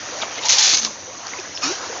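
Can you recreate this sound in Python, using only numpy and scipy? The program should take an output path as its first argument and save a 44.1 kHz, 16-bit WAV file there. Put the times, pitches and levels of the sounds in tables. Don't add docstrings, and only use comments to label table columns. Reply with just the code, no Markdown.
import sys
import numpy as np
from scipy import signal
from scipy.fft import rfft, irfft
from scipy.io import wavfile
from scipy.ndimage import uniform_filter1d

SR = 44100
rng = np.random.default_rng(int(sys.argv[2]) if len(sys.argv) > 2 else 0)


def wav_out(sig):
    wavfile.write(sys.argv[1], SR, np.round(np.clip(np.atleast_2d(sig).T, -1, 1) * 32767).astype(np.int16))


N = 88200
T = np.arange(N) / SR


def amp(db):
    return 10 ** (np.asarray(db) / 20)


def unit(x):
    return x / np.sqrt(np.mean(x ** 2) + 1e-20)


def db_at(spectrum, hz):
    pitches, db = np.transpose(spectrum)
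    return np.interp(np.log(hz + 1), np.log(pitches + 1), db)


def level(rows):
    rows = np.array(rows)
    return amp(np.interp(T, rows[:, 0], rows[:, -1], left=-120, right=-120))


def colour(x, spectrum):
    hz = abs(np.fft.fftfreq(4096, 1 / SR))
    log_gain = np.log(amp(np.maximum(db_at(spectrum, hz), -100)))
    taps = np.fft.ifft(np.exp(np.conj(signal.hilbert(log_gain)))).real[:2048]
    return signal.oaconvolve(x, taps / np.linalg.norm(taps))[:N]


def hump(hz, low_db, high_db=-12):
    lows = [(hz / 12, -40), (hz / 4, 1.1 * low_db), (hz / 2, .79 * low_db)]
    return lows + [(hz, 0), (hz * 2, high_db), (hz * 4, 3 * high_db)]


def resonate(x, hz, width_hz):
    turn = np.exp(2j * np.pi * np.cumsum(hz * np.ones(N)) / SR)
    pole = np.exp(-2 * np.pi * width_hz / SR)
    return unit((turn * signal.lfilter([1], np.poly([pole, pole]), x / turn)).real)


def crackle(per_s, spread_db):
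    size = amp(spread_db * np.minimum(rng.exponential(1, N), 4))
    return unit(size * rng.choice([-1, 1], N) * (rng.random(N) < per_s / SR))


def waver(seconds):
    hz = np.fft.rfftfreq(N, 1 / SR)
    return unit(irfft(rfft(rng.standard_normal(N)) * np.exp(-(hz * seconds) ** 2), N))


def ping(t, hz, decay_s, rise_per_decay=.032, attack_cycles=.72):
    t = np.clip(t, 0, 10 * decay_s)
    swell = 1 - np.exp(-t * hz / attack_cycles)
    phase = 2 * np.pi * hz * t * (1 + rise_per_decay * t / decay_s / 2)
    return swell * np.sin(phase) * np.exp(-t / decay_s)


def burst(start_s, db, decay_s, drops, snap):
    shower = (T >= start_s) * np.exp(-abs(T - start_s) / decay_s) * drops
    shower[round(start_s * SR)] = snap
    return amp(db) * shower


def fuzzy_note(rows, width_hz):
    times, hz, _ = np.transpose(rows)
    return level(rows) * resonate(rng.standard_normal(N), np.interp(T, times, hz), width_hz)


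def tube_note(rows, roughness=.22):
    times, hz, _ = np.transpose(rows)
    phase = 2 * np.pi * np.cumsum(np.interp(T, times, hz)) / SR
    tone = np.sin(phase + roughness * waver(seconds=.005))
    flutter = 1 + roughness * waver(seconds=.005)
    return level(rows) * unit(tone * flutter)


# pitch_hz, width_hz, level_db
INSECT_BANDS = [(5716, 140, -47.5), (6060, 140, -41), (6610, 220, -48.5)]
# pitch_hz, width_hz, level_db
RUMBLE_BANDS = [(99, 29.5, -56.5), (145.3, 65, -56.5)]

def outdoors():
    bands = INSECT_BANDS + RUMBLE_BANDS
    return sum(amp(db) * resonate(rng.standard_normal(N), hz, width) for hz, width, db in bands)


# pitch_hz, relative_db
WASH_SPECTRUM = [(120, -32.5), (205, -10), (290, -3), (410, -5.5), (510, -1), (800, -1.5), (1200, -3.5),
                 (1900, -6.5), (2600, -10), (3400, -11), (5400, -7.5), (6700, -3), (7400, -29)]
# pitch_hz, relative_db
BABBLE_SPECTRUM = [(300, -16.5), (520, 0), (1100, -1), (2200, -0.5), (5000, -21)]
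# time_s, gain_db
STIRRING = [(0, 3), (.2, 5), (.33, 4), (.75, 1), (1.02, -3), (1.14, -1.5), (1.4, 2), (1.56, -0.5),
            (1.84, 4), (1.93, 4.5), (2, 1)]

def stream(wash_db=-36, babble_db=-44, fizz_db=-44, patchy_db=2.5, bubbles_per_s=380):
    real, imag, patches = rng.standard_normal((3, N // 128 + 5, 257))
    patches = uniform_filter1d(patches, size=9, axis=0)
    patches = unit(uniform_filter1d(patches, size=6, axis=1))
    noise_grid = (real + 1j * imag) * amp(patchy_db * patches)
    wash = colour(unit(signal.istft(noise_grid.T)[1][:N]), WASH_SPECTRUM)
    babble, pitches = np.zeros(N), np.geomspace(400, 5000, num=30)
    for hz in pitches:
        ring = ping(T[:4096], hz * rng.uniform(.96, 1.04), decay_s=5 / np.sqrt(hz * 1000))
        pops = crackle(bubbles_per_s / len(pitches), spread_db=2.5)
        babble += amp(db_at(BABBLE_SPECTRUM, hz)) * signal.oaconvolve(pops, unit(ring))[:N]
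    fizz_spectrum = [(100, -40), (1200, .5), (6500, 1.5), (7400, -16.5)]
    fizz = colour(crackle(per_s=620, spread_db=-1), fizz_spectrum)
    stir = amp(np.interp(T, *np.transpose(STIRRING)))
    return stir * (amp(wash_db) * wash + amp(babble_db) * unit(babble) + amp(fizz_db) * fizz)


def bank_echo(x, echo_db=-15, fade_s=.18):
    t = T[:SR // 4]
    tail = rng.standard_normal(len(t)) * amp(-60 * t / fade_s) * (t > .003)
    return x + amp(echo_db) * signal.oaconvolve(x, tail / np.linalg.norm(tail))[:N]


# start_s, length_s, level_db, pitch_hz
FALLING_WATER = [(0.21, 0.038, -27.5, 2900), (0.361, 0.041, -31.5, 3020), (0.422, 0.032, -31, 2970),
                 (1.248, 0.047, -37.5, 1220), (1.383, 0.021, -38, 4500), (1.814, 0.058, -35.5, 1360)]

def splash(start_s, length_s, db, hz):
    progress = np.clip((T - start_s) / length_s, 0, 1)
    arch = np.sin(np.pi * progress ** 1.13).clip(0) ** .5
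    drops = crackle(per_s=2000, spread_db=1.5)
    return amp(db) * arch * colour(drops, hump(hz, low_db=-6, high_db=-11))


# start_s, level_db, pitch_hz, decay_s
DROP_HITS = [(0.219, -26.5, 3300, 0.0096), (0.233, -18, 920, 0.0016), (1.2688, -21, 4940, 0.0017),
             (1.282, -17, 6000, 0.00063), (1.3989, -20.5, 5360, 0.0018), (1.5749, -19.5, 3280, .0012),
             (1.580, -25.5, 4300, .003)]

def smack(start_s, db, hz, decay_s, top_hz=6760):
    drops = crackle(per_s=14000, spread_db=1)
    tick = colour(burst(start_s, db, decay_s, drops, snap=2.6), hump(hz, low_db=-22))
    return signal.sosfilt(signal.butter(6, top_hz, fs=SR, output="sos"), tick)


# start_s, pitch_hz, level_db, decay_s
PLOP_NOTES = [(.122, 490, -26, 0.017), (.147, 569, -23, 0.0064), (.2168, 3610, -19, 0.0045),
              (.2238, 3280, -18.5, 0.0034), (.2275, 2270, -17.5, .0025), (.2255, 640, -22, .006),
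              (.218, 215, -31, .012), (.2328, 608, -20.5, 0.0048), (.383, 2070, -23, 0.0082),
              (0.435, 3620, -19, 0.0066), (.448, 842, -24, .007), (.535, 512, -23, .01),
              (.872, 1040, -21, 0.0056), (.907, 545, -28.5, 0.0065), (1.076, 499, -30.5, 0.023),
              (1.147, 1085, -28.5, 0.0063), (1.335, 2060, -15.5, 0.0023), (1.388, 368, -26, 0.013),
              (1.387, 2440, -23.5, 0.0045), (1.5745, 3330, -24, 0.0013), (1.63, 1222, -20, 0.011),
              (1.897, 459, -21.5, 0.0099)]

def plops():
    return sum(amp(db) * ping(T - start, hz, decay) for start, hz, db, decay in PLOP_NOTES)


# time_s, pitch_hz, level_db
SQUEAK_NOTE = [(1.54, 5510, -49), (1.553, 5440, -31), (1.567, 5250, -27.5), (1.578, 5100, -46)]

def squeak():
    return fuzzy_note(SQUEAK_NOTE, width_hz=160)


# time_s, level_db
SUCTION = [(1.605, -50), (1.622, -32), (1.635, -22.5), (1.66, -24.5), (1.69, -27.5), (1.72, -29.5),
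           (1.745, -32.5), (1.8, -42)]
# pitch_hz, relative_db
INTAKE_SPECTRUM = [(90, -34), (400, -10), (900, -1.5), (1500, -3.5), (3400, -8), (4500, 1.5), (5400, -4.5),
                   (6500, 2.5), (7400, -12)]
# pitch_hz, width_hz, relative_db
TUBE_NOTES = [(1246, 58, -9), (1732, 31, -19.5), (2267, 20, -16), (2525, 43, -12.5), (2840, 180, -11),
              (3700, 24, -13), (4610, 43, -19.5), (5300, 150, -4), (5670, 76, -6), (6400, 66, -23.5)]

def refill(rise_start_s=1.655, rise_hz_per_s=3900, gurgle_db=1.5):
    rise_hz = rise_hz_per_s * np.clip(T - rise_start_s, 0, .1)
    slosh = 1 + .008 * waver(seconds=.02)
    rings = sum(amp(db) * resonate(rng.standard_normal(N), hz * slosh + rise_hz, width)
                for hz, width, db in TUBE_NOTES)
    froth = crackle(per_s=6000, spread_db=2) * amp(gurgle_db * waver(seconds=.006))
    return level(SUCTION) * (rings + colour(froth, INTAKE_SPECTRUM))


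# time_s, pitch_hz, level_db
GULP_NOTE = [(1.62, 265, -67), (1.638, 264.6, -32.5), (1.67, 274.6, -29), (1.688, 321, -33),
             (1.716, 386, -24.5), (1.745, 448, -51)]

def gulp():
    return tube_note(GULP_NOTE)


# time_s, pitch_hz, level_db
HUM_NOTE = [(.72, 255, -54), (.755, 252.5, -46.5), (.797, 240, -59), (.812, 229, -41.5), (.846, 222, -38.5),
            (.9, 215, -44.5), (.98, 220, -69)]

def hum():
    return tube_note(HUM_NOTE)


# pitch_hz, level_db, decay_s
BAMBOO_NOTES = [(317, -25, 0.0084), (720, -23.5, .006), (1070, -23, 0.0044), (1270, -18.5, .007)]
PLUNGER_STOP_S = .7285

def knock(cushion_s=.0025):
    t = np.maximum(T - PLUNGER_STOP_S, 0)
    ring = sum(amp(db) * np.exp(-t / decay) * np.sin(2 * np.pi * hz * t)
               for hz, db, decay in BAMBOO_NOTES)
    return (1 - np.exp(-t / cushion_s)) * ring


# start_s, snap_db, spray_db, decay_s
AIR_POCKETS = [(.4855, 8.5, -11, .0008), (0.4923, 2.5, -10, .005), (.4982, 5, -9.5, 0.0018),
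               (0.5072, 13, -5, .001), (0.5222, 8.5, -7.5, 0.0023), (.5265, -2, -12.5, .008),
               (.5836, 5, -5.5, 0.0087), (0.5928, 1.5, -8.5, 0.0026), (0.627, 3, -14, .005),
               (0.6386, 2, -12, 0.0028), (0.6764, 3.5, -10, 0.0043), (0.6972, 6, -11, 0.0022),
               (0.7363, 4.5, -9, 0.0026), (0.7448, 2.5, -13.5, .006), (0.7697, -3, -17, .002),
               (0.7723, 2, -12.5, 0.0034), (.7834, -0.5, -16.5, 0.007), (0.818, -6, -22, .003),
               (0.8238, -4, -18, 0.0022), (.832, -4.5, -20, .003), (0.8485, 7, -13, 0.0047)]
# pitch_hz, relative_db
SPIT_SPECTRUM = [(100, -51.5), (500, -25.5), (1100, -15.5), (1700, -10.5), (2600, -7), (4000, 0.5),
                 (6400, 2.5), (7400, -10.5)]

def spits(ring_db=-11.5, ring_decay_s=.0035):
    drops = crackle(per_s=20000, spread_db=1)
    bursts = sum(burst(start, spray_db, decay, drops, snap=amp(snap_db - spray_db))
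                 for start, snap_db, spray_db, decay in AIR_POCKETS)
    first_s = AIR_POCKETS[0][0]
    emptied = np.clip((T - first_s) / (PLUNGER_STOP_S - first_s), 0, 1)
    t = T[:4096]
    ring = np.exp(-t / ring_decay_s) * sum(np.sin(2 * np.pi * hz * t) for hz, _, _ in TUBE_NOTES[:3])
    ringing = signal.oaconvolve(bursts * emptied, ring / np.linalg.norm(ring))[:N]
    return colour(bursts, SPIT_SPECTRUM) + amp(ring_db) * ringing


# time_s, relative_db
JET_STRENGTH = [(.41, -35.5), (.444, -34.5), (.455, -22.5), (.482, -29), (.496, -14.5), (.518, -19),
                (.54, -17), (.579, -23), (.6, -17), (.68, -16.5), (.752, -19), (.764, -28.5), (.81, -34.5),
                (.865, -29.5), (.895, -42), (1.02, -50)]
# pitch_hz, relative_db
SPRAY_SPECTRUM = [(100, -37.5), (400, -22.5), (700, -20), (1300, -13.5), (2200, -7), (3200, -6.5),
                  (4200, -5), (5200, -1.5), (6400, 0.5), (6950, -4), (7500, -23.5)]
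# pitch_hz, width_hz, relative_db
NOZZLE_NOTES = [(3464, 130, -17), (4210, 370, -7.5), (6350, 1300, -10)]
# time_s, pitch_hz, level_db
BARREL_NOTE = [(.43, 890, -49), (.455, 910, -28), (.478, 910, -39), (.545, 890, -31.5), (.61, 840, -36),
               (.66, 777, -37), (.76, 715, -46)]
# time_s, level_db
LAST_SIZZLE = [(.72, -35), (.755, -22.5), (.80, -20.5), (.812, -31.5), (.86, -30), (.89, -46)]
# time_s, level_db
STROKE_PUSH = [(.48, -71), (.52, -41.5), (.57, -72), (.73, -81), (.78, -68.5)]

def jet(spray_gain_db=2, sputter_db=.5):
    drops = crackle(per_s=7000, spread_db=2.5) * amp(sputter_db * waver(seconds=.0028))
    nozzle = sum(amp(db) * resonate(crackle(per_s=4600, spread_db=5), hz, width)
                 for hz, width, db in NOZZLE_NOTES)
    spray = amp(spray_gain_db) * level(JET_STRENGTH) * (colour(drops, SPRAY_SPECTRUM) + nozzle)
    barrel = fuzzy_note(BARREL_NOTE, width_hz=95)
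    sizzle = level(LAST_SIZZLE) * resonate(crackle(per_s=1500, spread_db=2), hz=6250, width_hz=270)
    push = level(STROKE_PUSH) * resonate(rng.standard_normal(N), hz=98, width_hz=65)
    return spray + barrel + sizzle + push


def scene():
    shot = jet() + spits() + knock() + hum()
    slurp = squeak() + refill() + gulp()
    splashes = sum(splash(*row) for row in FALLING_WATER)
    smacks = sum(smack(*row) for row in DROP_HITS)
    mono = bank_echo(shot + slurp + plops() + splashes + smacks) + stream() + outdoors()
    return np.array([mono, mono])


def record(dry, low_cut_hz=64, high_cut_hz=7380, ceiling=.92, top_hz=7450):
    thin = signal.sosfilt(signal.butter(4, low_cut_hz, "high", fs=SR, output="sos"), dry)
    dull = signal.sosfilt(signal.butter(10, high_cut_hz, fs=SR, output="sos"), thin)
    squashed = ceiling * np.tanh(dull / ceiling)
    steep_treble_cut = signal.firwin(201, top_hz, window=("kaiser", 8), fs=SR)
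    return signal.oaconvolve(squashed, steep_treble_cut[None], "same")


dry = scene()
out = record(dry)
wav_out(out)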